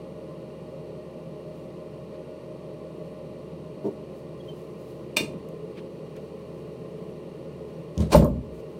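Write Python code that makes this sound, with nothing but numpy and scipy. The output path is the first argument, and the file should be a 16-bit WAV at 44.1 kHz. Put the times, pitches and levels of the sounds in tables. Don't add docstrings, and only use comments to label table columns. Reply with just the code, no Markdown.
import sys
import numpy as np
from scipy import signal
from scipy.fft import rfft, irfft
from scipy.io import wavfile
from scipy.ndimage import uniform_filter1d, minimum_filter1d, map_coordinates

SR = 44100
rng = np.random.default_rng(int(sys.argv[2]) if len(sys.argv) > 2 else 0)


def to_wav(s):
    ch = np.atleast_2d(s).T
    pcm = np.round(np.clip(ch, -1, 1) * 32767)
    wavfile.write(sys.argv[1], SR, pcm.astype(np.int16))


N = 387638
TIME = np.arange(N) / SR
FREQS = np.maximum(np.arange(N + 1) * SR / (2 * N), 1)


def from_db(db):
    return 10 ** (np.asarray(db) / 20)


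def rms_one(x):
    return x / np.sqrt(np.mean(x ** 2) + 1e-20)


def at_hz(points, hz):
    table_hz, value = np.transpose(points)
    return np.interp(np.log(hz), np.log(table_hz), value)


def lowpass(x, hz):
    return signal.sosfilt(signal.butter(2, hz, fs=SR, output="sos"), x)


def highpass(x, hz, order):
    return signal.sosfilt(signal.butter(order, hz, "high", fs=SR, output="sos"), x)


def colour(x, spectrum, resonances=()):
    db = at_hz(spectrum, FREQS)
    for hz, width_hz, peak_db in resonances:
        db = db + peak_db / (1 + (2 * (FREQS - hz) / width_hz) ** 2)
    cepstrum = irfft(np.log(from_db(db)))
    cepstrum[1:N] *= 2
    cepstrum[N + 1:] = 0
    response = np.exp(rfft(cepstrum))
    return irfft(rfft(x, 2 * N) * response)[:N]


def noise(spectrum, resonances=()):
    return rms_one(colour(rng.standard_normal(N), spectrum, resonances))


def burst(decay_s):
    length = SR // 4
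    x = rng.standard_normal(length) * np.exp(-TIME[:length] / decay_s)
    return x / np.sqrt(np.sum(x ** 2))


def drift(rate_hz):
    knots = rng.standard_normal(2000)
    curve = map_coordinates(knots, [TIME[::100] * rate_hz], mode="wrap")
    return rms_one(curve).repeat(100)[:N]


def tap(s, db, dull_hz=None):
    x = np.full(N, 1e-18)
    x[int(s * SR)] = from_db(db)
    return x if dull_hz is None else lowpass(x, min(dull_hz, SR / 2 - 1000))


def ring(force, modes):
    out = np.zeros(N)
    for hz, db, t60_s in modes:
        radius = np.exp(-np.log(1000) / (t60_s * SR))
        angle = 2 * np.pi * hz / SR
        poles = [1, -2 * radius * np.cos(angle), radius ** 2]
        out += from_db(db) * signal.lfilter([0, np.sin(angle)], poles, force)
    return out


def swells(strokes):
    return sum(from_db(db) * np.exp(-((TIME - s) / half_s) ** 2) for s, db, half_s in strokes)


# (frequency [Hz], rms level [dB])
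MOTOR_TONES = [(42.06, -68), (78.0, -58), (120.0, -79), (126.1, -58), (162.1, -51), (204.1, -63.5),
               (210.1, -64), (240.0, -58), (246.2, -63.5), (282.1, -60), (324.0, -56), (360.0, -52),
               (366.1, -68), (408.3, -76), (420.5, -52.5), (450.2, -54), (528.2, -60), (534.3, -55),
               (540.0, -53), (570.2, -65), (612.4, -53), (618.4, -54), (841.6, -68)]
# (frequency [Hz], relative density [dB/Hz])
AIR_SPECTRUM = [(25, -34.5), (70, -21), (98, -25.5), (140, 2), (190, -0.5), (260, -11), (350, -3.5),
                (610, -7), (680, -23.5), (1130, -20), (1550, -39), (2700, -45.5), (6000, -67.5),
                (15500, -59)]
# (frequency [Hz], width [Hz], peak [dB])
HOUSING_RESONANCES = [(427.7, 14, 5.5), (667, 89, 7), (799, 17, 9), (1039, 18, 9), (1128, 10, 5.5),
                      (1444, 14, 13.5)]
# (frequency [Hz], relative density [dB/Hz])
HISS_SPECTRUM = [(1000, -4), (1600, -8.5), (1850, 1.5), (2200, -2.5), (2400, 0.5), (2820, 1), (3450, -5.5),
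                 (4400, -2.5), (4750, -8), (7600, -15.5), (8400, -10.5), (12500, -19), (15700, -26)]
# (frequency [Hz], width [Hz], peak [dB])
GRILLE_RESONANCES = [(1865, 40, 4), (2000, 50, 5), (2360, 60, 5), (2470, 50, 3), (2810, 70, 6),
                     (3150, 40, 5), (3875, 40, 4), (4440, 90, 4), (5780, 40, 8)]
AIR_DB, HISS_DB = -41.5, -61.5


def fan(waver_db=1.44, sway_rad_at_100_hz=0.21, flutter=0.07):
    sway = sway_rad_at_100_hz * drift(1.51)
    hum = np.zeros(N)
    for hz, db in MOTOR_TONES:
        level = from_db(db + waver_db * drift(5)) * np.sqrt(2)
        phase = 2 * np.pi * (hz * TIME + rng.random()) + sway * hz / 100
        hum += level * np.sin(phase)
    air = from_db(AIR_DB) * noise(AIR_SPECTRUM, HOUSING_RESONANCES)
    hiss = from_db(HISS_DB) * noise(HISS_SPECTRUM, GRILLE_RESONANCES)
    return hum + air + hiss * (1 + flutter * np.sin(2 * np.pi * 120 * TIME))


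# (time [s], level near 430 Hz [dB], level near 612 Hz [dB])
STANDING_WAVES = [(0, -1, -1), (2.8, -0.5, 1.5), (5.1, 0.5, -5), (5.55, 7, -5), (6.1, 2.5, -5.5),
                  (8.79, 4, -4.5)]


def standing_waves(x, centres_hz=(430, 612), width_hz=60):
    s, *columns = np.transpose(STANDING_WAVES)
    for hz, db in zip(centres_hz, columns):
        band = signal.lfilter(*signal.iirpeak(hz, hz / width_hz, fs=SR), x)
        x = x + (from_db(np.interp(TIME, s, db)) - 1) * band
    return x


# (peak time [s], level [dB], half-length [s])
ROBE_SWISHES = [(1.6, -71, .1), (3.05, -77, 0.19), (3.88, -66, .05), (4.18, -69, .05), (4.56, -65, 0.15),
                (4.87, -64, .1), (6.6, -76, .1), (8.58, -68.5, 0.046), (8.75, -78, 0.094)]
# (frequency [Hz], relative density [dB/Hz])
FLEECE_SPECTRUM = [(1500, -2), (4000, -2), (9000, -4), (15500, -6)]
# (peak time [s], level [dB], half-length [s])
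ROBE_SCUFFS = [(2.15, -59.5, 0.018), (5.783, -49, 0.017), (6.17, -59, 0.014)]
# (frequency [Hz], relative density [dB/Hz])
SCUFF_SPECTRUM = [(400, -8), (1100, -2), (2400, 4), (4200, -5), (6500, -18), (15500, -28)]
FIDGET_FROM_S, FIDGET_FADE_S, FIDGET_DB = 4.76, 0.33, -77


def robe(grain_db=2.0, restless_db=2, belt_db=4):
    fade_in = np.clip((TIME - FIDGET_FROM_S) / FIDGET_FADE_S, 0, 1)
    fidget = from_db(FIDGET_DB + restless_db * drift(7)) * fade_in
    bright = (swells(ROBE_SWISHES) + fidget) * noise(FLEECE_SPECTRUM)
    dull = (swells(ROBE_SCUFFS) + from_db(belt_db) * fidget) * noise(SCUFF_SPECTRUM)
    return (bright + dull) * from_db(grain_db * drift(40))


CREAK_START_S, CREAK_LENGTH_S, CREAK_DB = 3.844, 0.043, -4.5
SLIP_HZ, SLIP_JITTER_PERIODS, LOAD_DB_PER_S = 199.3, 0.095, 99


def slips(uneven_db=4.5, count=16):
    chance = rng.standard_normal((count, 2))
    ages_s = np.abs(np.arange(count) + SLIP_JITTER_PERIODS * chance[:, 0]) / SLIP_HZ
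    return [(CREAK_START_S + age, CREAK_DB + LOAD_DB_PER_S * age + uneven_db * luck)
            for age, luck in zip(ages_s, chance[:, 1]) if age < CREAK_LENGTH_S]


# (frequency [Hz], level [dB], t60 [s])
PANEL_MODES = [(193, -37, 0.044), (306, -27.5, 0.088), (399, -22, 0.083), (610, -29.5, 0.069),
               (900, -33, 0.036)]


def creak(dull_hz=650, thin_hz=110, grit_db=-30):
    run = slips()
    panel = ring(sum(tap(s, db, dull_hz) for s, db in run), PANEL_MODES)
    grit_force = sum(tap(s, db, 4000) for s, db in run)
    grit = signal.fftconvolve(grit_force, burst(0.0064))[:N]
    return highpass(panel + from_db(grit_db) * grit, thin_hz, 2)


# (peak time [s], frequency [Hz], level [dB], half-length [s])
SQUEAK_EVENTS = [(4.408, 3290, -52.5, 0.007), (4.495, 3110, -43, 0.011)]


def squeaks(overtone_db=-25, glide=0.0088):
    out = np.zeros(N)
    for s, hz, db, half_s in SQUEAK_EVENTS:
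        age = (TIME - s) / half_s
        phase = 2 * np.pi * hz * half_s * (age - glide * age ** 2 / 2)
        tone = np.sin(phase) + from_db(overtone_db) * np.sin(2 * phase)
        out += from_db(db) * np.exp(-age ** 2) * tone
    return out


# (time [s], relative level [dB], low-pass [Hz], high-pass [Hz])
CLACK_AND_THUD_CONTACTS = [(5.1687, 5, 14500, 200), (5.209, 5, 350, 100), (5.334, 1, 300, 80),
                           (8.126, -8, 11000, 1300)]
# (frequency [Hz], gain [dB])
CONTACT_SPECTRUM = [(40, -12), (120, 3), (230, 3.5), (600, 3), (750, 2.5), (1050, 1.5), (1500, -6.5),
                    (2400, -2.5), (3300, -3.5), (4200, 1.5), (7000, -13.5), (8400, -7), (11500, -16),
                    (15500, -12)]
# (frequency [Hz], width [Hz], peak [dB])
CONTACT_RESONANCES = [(608, 40, 4), (955, 50, 3), (1800, 50, 2), (2430, 150, 11), (2780, 90, 8),
                      (3600, 80, 9), (4070, 80, 6), (5780, 120, 2), (8260, 200, 6), (14100, 400, 8)]
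EDGE_LEAD_S, EDGE_DB = 0.0038, -16


def clacks_and_thuds(gain_db=1, crunch=1.95, crunch_s=0.0051):
    force = np.zeros(N)
    for s, db, dull_hz, thin_hz in CLACK_AND_THUD_CONTACTS:
        edge = tap(s - EDGE_LEAD_S, db + EDGE_DB, dull_hz)
        face = tap(s, db, dull_hz)
        force += highpass(edge + face, thin_hz, 1)
    force = force + crunch * signal.fftconvolve(force, burst(crunch_s))[:N]
    return from_db(gain_db) * colour(force, CONTACT_SPECTRUM, CONTACT_RESONANCES)


# (time [s], level [dB], low-pass [Hz], high-pass [Hz])
TICK_CONTACTS = [(5.4885, -30, 15000, 8000), (6.166, -33, 14000, 3000), (7.9784, -6, 4300, 4300),
                 (8.005, -16, 6900, 3500), (8.246, -14, 15000, 8500)]


def ticks(snap_s=0.001):
    force = sum(highpass(tap(s, db, dull_hz), thin_hz, 2) for s, db, dull_hz, thin_hz in TICK_CONTACTS)
    return signal.fftconvolve(force, burst(snap_s))[:N]


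# (second contact time [s], its relative level [dB], low-pass [Hz],
# first contact relative to second [dB down, negative is louder], loss per rock [dB])
CAMERA_BUMPS = [(8.000, 3.5, 166, 7, 8.5), (8.146, 5, 910, 34, 1.2), (8.248, -2, 700, -2.5, 3)]
ROCK_S, ROCKS = 0.026, 6
ROCK_SOFTENS, SOFTEST_HZ = 0.28, 170


def knocks():
    for s, db, dull_hz, first_down_db, loss_db in CAMERA_BUMPS:
        yield s - ROCK_S, db - first_down_db, dull_hz
        for k in range(ROCKS):
            rock_hz = SOFTEST_HZ + (dull_hz - SOFTEST_HZ) * ROCK_SOFTENS ** k
            yield s + k * ROCK_S, db - k * loss_db, rock_hz


# (time [s], level [dB])
HEAVY_LANDING = (8.1476, 0)
# (frequency [Hz], level [dB], t60 [s])
SHELF_MODES = [(64.9, -11, 0.56), (130.7, -15, 0.53), (170.8, -12.5, 0.34), (560, -9, 0.22),
               (594, -18, 0.13), (864, -10.5, 0.067)]
# (frequency [Hz], gain [dB])
SHUDDER_SPECTRUM = [(25, -29), (70, 22), (100, 10.5), (160, 20.5), (245, 18), (330, 13), (480, 12.5),
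                    (610, 22.5), (720, -4), (1050, 12.5), (1500, -3), (4000, -18)]


def thump(shudder_db=13, shudder_s=0.014):
    rocking = np.zeros(N)
    for s, db, dull_hz in knocks():
        shake = lowpass(burst(shudder_s), dull_hz)
        start = int(s * SR)
        rocking[start:start + len(shake)] += from_db(db) * shake
    shelf = ring(tap(*HEAVY_LANDING, dull_hz=2500), SHELF_MODES)
    return shelf + from_db(shudder_db) * colour(rocking, SHUDDER_SPECTRUM)


# (peak time [s], level [dB], rise [dB/s])
CASE_SLIDES = [(8.007, -38.5, 478), (8.125, -19, 1402)]
# (frequency [Hz], relative density [dB/Hz])
CASE_SPECTRUM = [(200, 11), (500, 17), (1000, 9), (1600, -1), (2800, -3), (4200, -0.5), (7200, -8),
                 (9000, -6.5), (11000, -14.5), (15500, -19)]
SLIDE_FALL_DB_PER_S = 270


def scrape(grain_db=3):
    speed = np.zeros(N)
    for s, db, rise_db_per_s in CASE_SLIDES:
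        rise = rise_db_per_s * (TIME - s)
        fall = SLIDE_FALL_DB_PER_S * (s - TIME)
        speed += from_db(db + np.minimum(rise, fall))
    return speed * noise(CASE_SPECTRUM) * from_db(grain_db * drift(200))


# (time [s], level [dB])
SPRING_JOLTS = [(8.154, -3), (8.245, -17)]
# (frequency [Hz], level [dB], t60 [s])
SPRING_MODES = [(7500, -45, 0.56), (9260, -31, 0.14), (12060, -28.5, 0.17)]


def spring():
    return ring(sum(tap(s, db) for s, db in SPRING_JOLTS), SPRING_MODES)


# (frequency [Hz], t60 [s])
ROOM_DECAY = [(60, 0.69), (250, 0.67), (600, 0.42), (1500, 0.23), (4000, 0.23), (9000, 0.24), (16000, 0.16)]


def tiled_room(build_s=0.0021):
    t = TIME[:SR]
    edges_hz = np.geomspace(40, 18000, 13)
    tail = np.zeros(SR)
    for low, high in zip(edges_hz, edges_hz[1:]):
        band_pass = signal.butter(2, [low, high], "band", fs=SR, output="sos")
        band = signal.sosfilt(band_pass, rng.standard_normal(SR))
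        t60_s = at_hz(ROOM_DECAY, np.sqrt(low * high))
        tail += band * np.exp(-np.log(1000) * t / t60_s)
    tail = tail * (1 - np.exp(-t / build_s))
    return tail / np.sqrt(np.sum(tail ** 2))


def scene(clack_wet_db=-3.5, thump_wet_db=-13, scrape_wet_db=-6, near_wet_db=-11, creak_wet_db=-14):
    sources = [(creak(), creak_wet_db), (ticks() + squeaks(), near_wet_db),
               (clacks_and_thuds(), clack_wet_db), (thump(), thump_wet_db), (scrape(), scrape_wet_db)]
    direct = sum(x for x, _ in sources)
    send = sum(from_db(wet_db) * x for x, wet_db in sources)
    echoes = signal.fftconvolve(send, tiled_room())[:N]
    return (standing_waves(fan()) + robe() + direct + spring() + echoes)[None]


CUTOFF_HZ = 15800


def record(dry, low_cut_hz=45, threshold_db=-18, squeeze=0.26, attack_s=0.038, release_db_per_s=20,
           hold_s=0.23):
    heard = highpass(dry, low_cut_hz, 4)
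    power = uniform_filter1d(heard[0] ** 2, size=882)
    loud_db = 10 * np.log10(np.maximum(power, 1e-12))
    over_db = squeeze * np.maximum(loud_db - threshold_db, 0)
    half_hold = int(hold_s * SR / 2)
    held_db = -minimum_filter1d(-over_db, 2 * half_hold + 1, origin=half_hold)
    release_db = release_db_per_s * TIME
    duck_db = np.maximum.accumulate(held_db + release_db) - release_db
    lag = np.exp(-1 / (attack_s * SR))
    smooth_duck_db = signal.lfilter([1 - lag], [1, -lag], duck_db)
    rounded = 1.3 * np.tanh(heard * from_db(-smooth_duck_db) / 1.3)
    return signal.sosfilt(signal.ellip(12, 0.1, 90, CUTOFF_HZ, fs=SR, output="sos"), rounded)


dry = scene()
out = record(dry)
to_wav(out)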